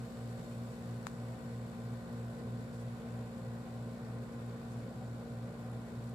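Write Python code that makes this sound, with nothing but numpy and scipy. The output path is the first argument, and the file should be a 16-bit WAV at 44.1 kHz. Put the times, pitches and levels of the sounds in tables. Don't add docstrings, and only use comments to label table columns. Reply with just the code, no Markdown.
import sys
import numpy as np
from scipy import signal
from scipy.fft import rfft, irfft, next_fast_len
from scipy.io import wavfile
from scipy.ndimage import uniform_filter1d

SR = 44100
rng = np.random.default_rng(int(sys.argv[2]) if len(sys.argv) > 2 else 0)


def generate_wav(signal):
    frames = np.transpose(np.atleast_2d(signal))
    scaled = np.clip(frames, -1, 1) * 32767
    pcm = np.round(scaled).astype(np.int16)
    wavfile.write(sys.argv[1], SR, pcm)


N = 270789
TIME = np.arange(N) / SR

MAINS_HZ, FAN_HZ = 59.842, 14.94
SHAFT_HZ, SAG_HZ_PER_S = 58.301, .0072
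BACK_FROM_S, BACK_TAKES_S, NEAR_DB, FAR_DB = 0.63, 1.2, 1.0, -1.7
TURN_S, TURN_TAKES_S, TURN_DELAY_S = 3.7, 1, 0.000061
CREST_S, CREST_WIDTH_S, CREST_DB, HUM_DB = 2.33, 0.89, 1.0, -0.64
EDGE_HZ = 15500

# (multiple of shaft speed, left level [dB], right level [dB], extra level before the camera turns [dB])
SHAFT_TONES = [(1, -63, -61, 0), (2, -48.6, -48.2, 0), (3, -54.5, -56.5, 0), (4, -47.7, -49.3, 0),
               (5, -72, -70.5, 0), (6, -67, -64.3, 0), (7, -76, -75, 0), (8, -62.2, -60, 0),
               (9, -63, -60.7, 2), (10, -69.5, -70.5, 0), (11, -85, -78, 0), (12, -70.5, -73.5, 0),
               (13, -65.2, -75.5, 0), (14, -79, -72.5, 0), (17, -76, -75.5, 0), (18, -73.2, -69.5, 0),
               (21, -77, -87, 0), (24, -69, -74, -3.5), (25, -73, -80.5, 0), (26, -67.8, -77, 1.5),
               (27, -84, -77.5, 0), (28, -77, -83, 0), (29, -82, -83, 0), (63, -88, -87, 0),
               (76, -86, -90, 0)]
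# (frequency [Hz], level of each harmonic [dB])
SHELL_BUZZ = [(300, -71), (850, -75), (1250, -85), (1500, -80), (1700, -87), (2400, -94), (3100, -104),
              (3700, -95), (4300, -88), (5100, -98), (5800, -106), (6700, -100), (7700, -95), (9700, -108)]
# (multiple of mains, level [dB], time in step with compressor [s])
MAGNETIC_HUM = [(2, -49.1, .287), (4, -65, .17)]
# (multiple of wheel speed, level [dB])
WHEEL_TONES = [(5, -65), (9, -58), (44, -71.5)]
# (frequency [Hz], level [dB])
CABINET_TONES = [(189.7, -82), (203.4, -65), (204.6, -62.5), (306, -79.5), (422.7, -75)]
# (frequency [Hz], spectral density [dB per Hz])
AIR_SPECTRUM = [(20, -99.6), (55, -93), (85, -81.5), (160, -76.5), (330, -84.8), (400, -82.8), (600, -86),
                (850, -88.3), (1150, -89.6), (1350, -92.2), (2400, -97.2), (3000, -102), (4400, -102.6),
                (5700, -108), (7300, -105.3), (9000, -109.3), (15300, -116)]
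# (frequency [Hz], width [Hz], level change [dB])
AIR_PATH = [(129, 8.1, 12), (200, 48, 3.5), (241.3, 7.2, 12.5), (254, 14, -4.5), (275, 70, 6.5),
            (324, 9.9, -2.5), (439.6, 18, 5.5), (469.7, 8.1, 13.8), (482, 8, -2.5), (517, 49, 6),
            (560, 7.4, -1), (581.5, 17, 7.5), (644, 12.3, 7.5), (755, 21, 6), (2630, 350, 0.4),
            (3020, 4000, -2), (4270, 310, 2.5), (5400, 620, -1)]
# (frequency [Hz], left minus right [dB])
MIC_LEAN = [(100, -0.1), (280, 0.2), (450, -1.7), (750, 0.6), (950, -1.4), (1250, 1.8), (2100, -1.3),
            (3000, -0.4), (4000, 3.1), (5100, 6.4), (6500, 3.0), (8500, 7.1), (11000, 4.6), (15000, 3.6)]
# (frequency [Hz], correlation [-1 to 1])
MIC_LIKENESS = [(60, 1), (150, 0.98), (290, 0.75), (640, 1), (1000, 0.29), (1400, 0), (3000, 0.086)]
# (time [s], half length [s], level [dB], centre [Hz], width [Hz])
RUSH_SWELL = (5.45, 0.25, 2.8, 610, 380)
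# (frequency [Hz], width [Hz], level [dB], time of fading [s])
FIN_WHISTLES = [(4280, 160, -84, 0.84), (7830, 170, -81, 1.67)]
# (time [s], left level [dB], right level [dB])
CAMERA_TAPS = [(1.0688, -20, -50)]
# (frequency [Hz], level relative to the tap [dB], 60 dB decay time [s])
BODY_MODES = [(1230, 5, 0.0026), (2180, -18, 0.0053), (3800, -6.5, 0.002), (6300, -28, 0.022),
              (6900, -8, 0.0029), (9600, -11, 0.002)]
# (time [s], level [dB], length [s], lowest frequency [Hz], highest frequency [Hz])
DRY_TICKS = [(2.129, -58, 0.0088, 2500, 14500), (4.463, -53, 0.0065, 8500, 11000),
             (5.715, -53, 0.012, 9500, 11200), (6.093, -55.5, 0.019, 7000, 11500)]
# (time [s], level [dB], length [s])
BRUSH_PUFFS = [(2.718, -63, 0.07), (2.78, -62, 0.056), (4.68, -63.5, 0.078), (4.756, -66.5, 0.071)]
# (time [s], level [dB], frequency [Hz], 60 dB decay time [s])
CABINET_KNOCKS = [(5.006, -42.5, 760, 0.12)]


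def gain_of(db):
    return 10 ** (np.asarray(db) / 20)


def evened(x):
    return x / np.sqrt(np.mean(x ** 2) + 1e-20)


def read(points, hz):
    f, value = np.transpose(points)
    return np.interp(np.log(hz + 1), np.log(f + 1), value)


def sides(lean_db):
    return gain_of(np.array([[.5], [-.5]]) * lean_db)


def add(mix, s, sound):
    part = mix[:, round(s * SR):][:, :sound.shape[1]]
    part += sound[:, :part.shape[1]]


def drift(rate):
    hz = np.fft.rfftfreq(N, 1 / SR)[:400]
    phases = np.exp(2j * np.pi * rng.random(len(hz)))
    wander = irfft(phases / (1 + (hz / rate) ** 2), 4096)
    return evened(np.interp(np.linspace(0, len(wander) - 1, N), np.arange(len(wander)), wander))


def tone(turns, db):
    return np.sqrt(2) * gain_of(db) * np.cos(2 * np.pi * turns)


def lag(order):
    return .5 + .1 * order ** 2


def band_pass(low_hz, high_hz):
    return signal.butter(2, [low_hz, high_hz], "band", fs=SR, output="sos")


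def patchy(z, size, count=8, low_hz=400, high_hz=12000, patchy_db=1.0, rate=5):
    place = np.log(np.fft.rfftfreq(size, 1 / SR) + 1)
    centres = np.log(np.geomspace(low_hz, high_hz, count))
    out = 0
    for band in np.eye(count):
        sound = irfft(z * np.interp(place, centres, band), size)[:, :N]
        out = out + sound * gain_of(patchy_db * drift(rate))
    return out


def compressor(turns, size=4096, ring_turns=1.0):
    order = np.arange(size // 2 + 1)
    hz = order * SHAFT_HZ
    snap = rng.standard_normal((2, size)) * np.exp(-np.arange(size) / size / ring_turns)
    ring = rfft(evened(snap)) / np.sqrt(size)
    ring *= gain_of(read(SHELL_BUZZ, hz)) * sides(read(MIC_LEAN, hz))
    strong = np.isin(order, [row[0] for row in SHAFT_TONES])
    lines = ring * (order > 0) * (hz < SHELL_BUZZ[-1][0]) * ~strong
    stroke = irfft(lines) * size / np.sqrt(2)
    place = np.arange(size + 1) / size
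    return np.array([np.interp(turns % 1, place, np.append(s, s[0])) for s in stroke])


def compressor_tones(turns, far_delay_s=0.00013):
    close = .5 - .5 * np.tanh((TIME - TURN_S) / TURN_TAKES_S)
    delay_turns = SHAFT_HZ * (far_delay_s + TURN_DELAY_S * close)
    heard_turns = turns - np.array([[.5], [-.5]]) * delay_turns
    out = 0
    for k, left_db, right_db, close_db in SHAFT_TONES:
        level_db = np.array([[left_db], [right_db]]) + close_db * close
        out = out + tone(k * heard_turns - lag(k), level_db)
    return out


def fan_motor(shaft_turns, waver=0.098):
    hum = 0
    for k, db, s in MAGNETIC_HUM:
        mains_turns = MAINS_HZ * (TIME - s) + np.interp(s, TIME, shaft_turns)
        hum = hum + tone(round(k) * mains_turns - lag(k), db)
    wheel_turns = FAN_HZ * TIME + 0.0048 * drift(0.15)
    wheel = sum(tone(round(k) * wheel_turns + rng.random(), db) for k, db in WHEEL_TONES)
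    cabinet = sum(tone(hz * TIME + rng.random(), db) for hz, db in CABINET_TONES)
    return hum + (wheel + cabinet) * (1 + waver * drift(0.58))


def airflow(shaft_turns, ripple_db=3.0, wobble=0.065, pulsing=0.58, pulse_turns=0.12,
            gust_db=0.4, hiss_hz=3000):
    size = next_fast_len(N)
    hz = np.fft.rfftfreq(size, 1 / SR)
    left, other = rfft(rng.standard_normal((2, size)))
    same = np.clip(read(MIC_LIKENESS, hz), -1, 1)
    z = np.array([left, same * left + np.sqrt(1 - same ** 2) * other])
    path_db = sum(db / (1 + (2 * (hz - f) / width) ** 2) for f, width, db in AIR_PATH)
    level_db = read(AIR_SPECTRUM, hz) + path_db
    ripple = evened(uniform_filter1d(rng.standard_normal(z.shape), size=400, axis=1))
    ripple *= np.sqrt(1 - same ** 2)
    z *= gain_of(level_db + ripple_db * ripple) * sides(read(MIC_LEAN, hz)) * np.sqrt(SR / 2)

    treble = hz ** 4 / (hz ** 4 + hiss_hz ** 4)
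    rush = patchy(z * (1 - treble), size) * (1 + wobble * np.cos(2 * np.pi * FAN_HZ * TIME))
    hiss = patchy(z * treble, size, patchy_db=0.3)
    hiss = hiss * (1 + pulsing * (np.exp(-(shaft_turns % 1) / pulse_turns) - pulse_turns))

    s, half, swell_db, centre_hz, width_hz = RUSH_SWELL
    middle = irfft(z * np.exp(-(2 * (hz - centre_hz) / width_hz) ** 2), size)[:, :N]
    rush = rush + middle * (gain_of(swell_db * np.exp(-((TIME - s) / half) ** 2)) - 1)
    receding = np.exp(-np.maximum(TIME - BACK_FROM_S, 0) / BACK_TAKES_S)
    nearness_db = FAR_DB + (NEAR_DB - FAR_DB) * receding
    return (rush + hiss * gain_of(nearness_db)) * gain_of(gust_db * drift(28))


def whistles(fade_s=0.08, lean_db=8):
    hz, out = np.fft.rfftfreq(N, 1 / SR), np.zeros((2, N))
    for centre, width, db, until in FIN_WHISTLES:
        resonance = 1 / (1 + (2 * (hz - centre) / width) ** 2)
        band = irfft(rfft(rng.standard_normal((2, N))) * resonance, N)
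        out += evened(band) * gain_of(db) * (.5 - .5 * np.tanh((TIME - until) / fade_s))
    return out * sides(lean_db)


def taps(size=2048, low_hz=570, high_hz=8500, rise_s=0.000064, scatter_db=-27.5, scatter_t60=0.093):
    out, t = np.zeros((2, N)), np.arange(size) / SR
    modes = sum(gain_of(db - 60 * t / t60) * np.sin(2 * np.pi * hz * t) for hz, db, t60 in BODY_MODES)
    ring = np.minimum(t / rise_s, 1) * modes
    band = band_pass(low_hz, high_hz)
    for s, left_db, right_db in CAMERA_TAPS:
        scatter_level_db = left_db + scatter_db - 60 * t / scatter_t60
        scatter = rng.standard_normal((2, size)) * gain_of(scatter_level_db)
        direct = gain_of([[left_db], [right_db]]) * ring
        add(out, s, signal.sosfilt(band, direct + scatter))
    return out


def ticks(lean_db=7):
    out = np.zeros((2, N))
    for s, db, length, low_hz, high_hz in DRY_TICKS:
        t = np.arange(0, length, 1 / SR)
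        speck = rng.standard_normal((2, len(t))) * gain_of(db - 30 * t / length)
        add(out, s, signal.sosfilt(band_pass(low_hz, high_hz), speck) * sides(lean_db))
    return out


def puffs(low_hz=5000, high_hz=9800, lean_db=5):
    out = np.zeros((2, N))
    band = band_pass(low_hz, high_hz)
    for s, db, length in BRUSH_PUFFS:
        swell = np.sin(np.pi * np.arange(0, length, 1 / SR) / length)
        brush = signal.sosfilt(band, rng.standard_normal((2, len(swell))) * swell)
        add(out, s, brush * gain_of(db) * sides(lean_db))
    return out


def knocks(rise_s=0.018, lean_db=2):
    out = np.zeros((2, N))
    for s, db, hz, t60 in CABINET_KNOCKS:
        t = np.arange(0, t60, 1 / SR)
        ring = np.minimum(t / rise_s, 1) * tone(hz * t, db - 60 * t / t60)
        add(out, s, ring * sides(lean_db))
    return out


def scene():
    shaft_turns = np.cumsum(SHAFT_HZ - SAG_HZ_PER_S * TIME) / SR
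    standing_db = HUM_DB + CREST_DB * np.exp(-((TIME - CREST_S) / CREST_WIDTH_S) ** 2)
    hum = compressor(shaft_turns) + compressor_tones(shaft_turns) + fan_motor(shaft_turns)
    hum = hum * gain_of(standing_db)
    return hum + airflow(shaft_turns) + whistles() + taps() + ticks() + puffs() + knocks()


def record(dry):
    lowpass = signal.firwin(1023, EDGE_HZ, window=("kaiser", 9), fs=SR)
    return signal.oaconvolve(dry, lowpass[None], "same")


dry = scene()
out = record(dry)
generate_wav(out)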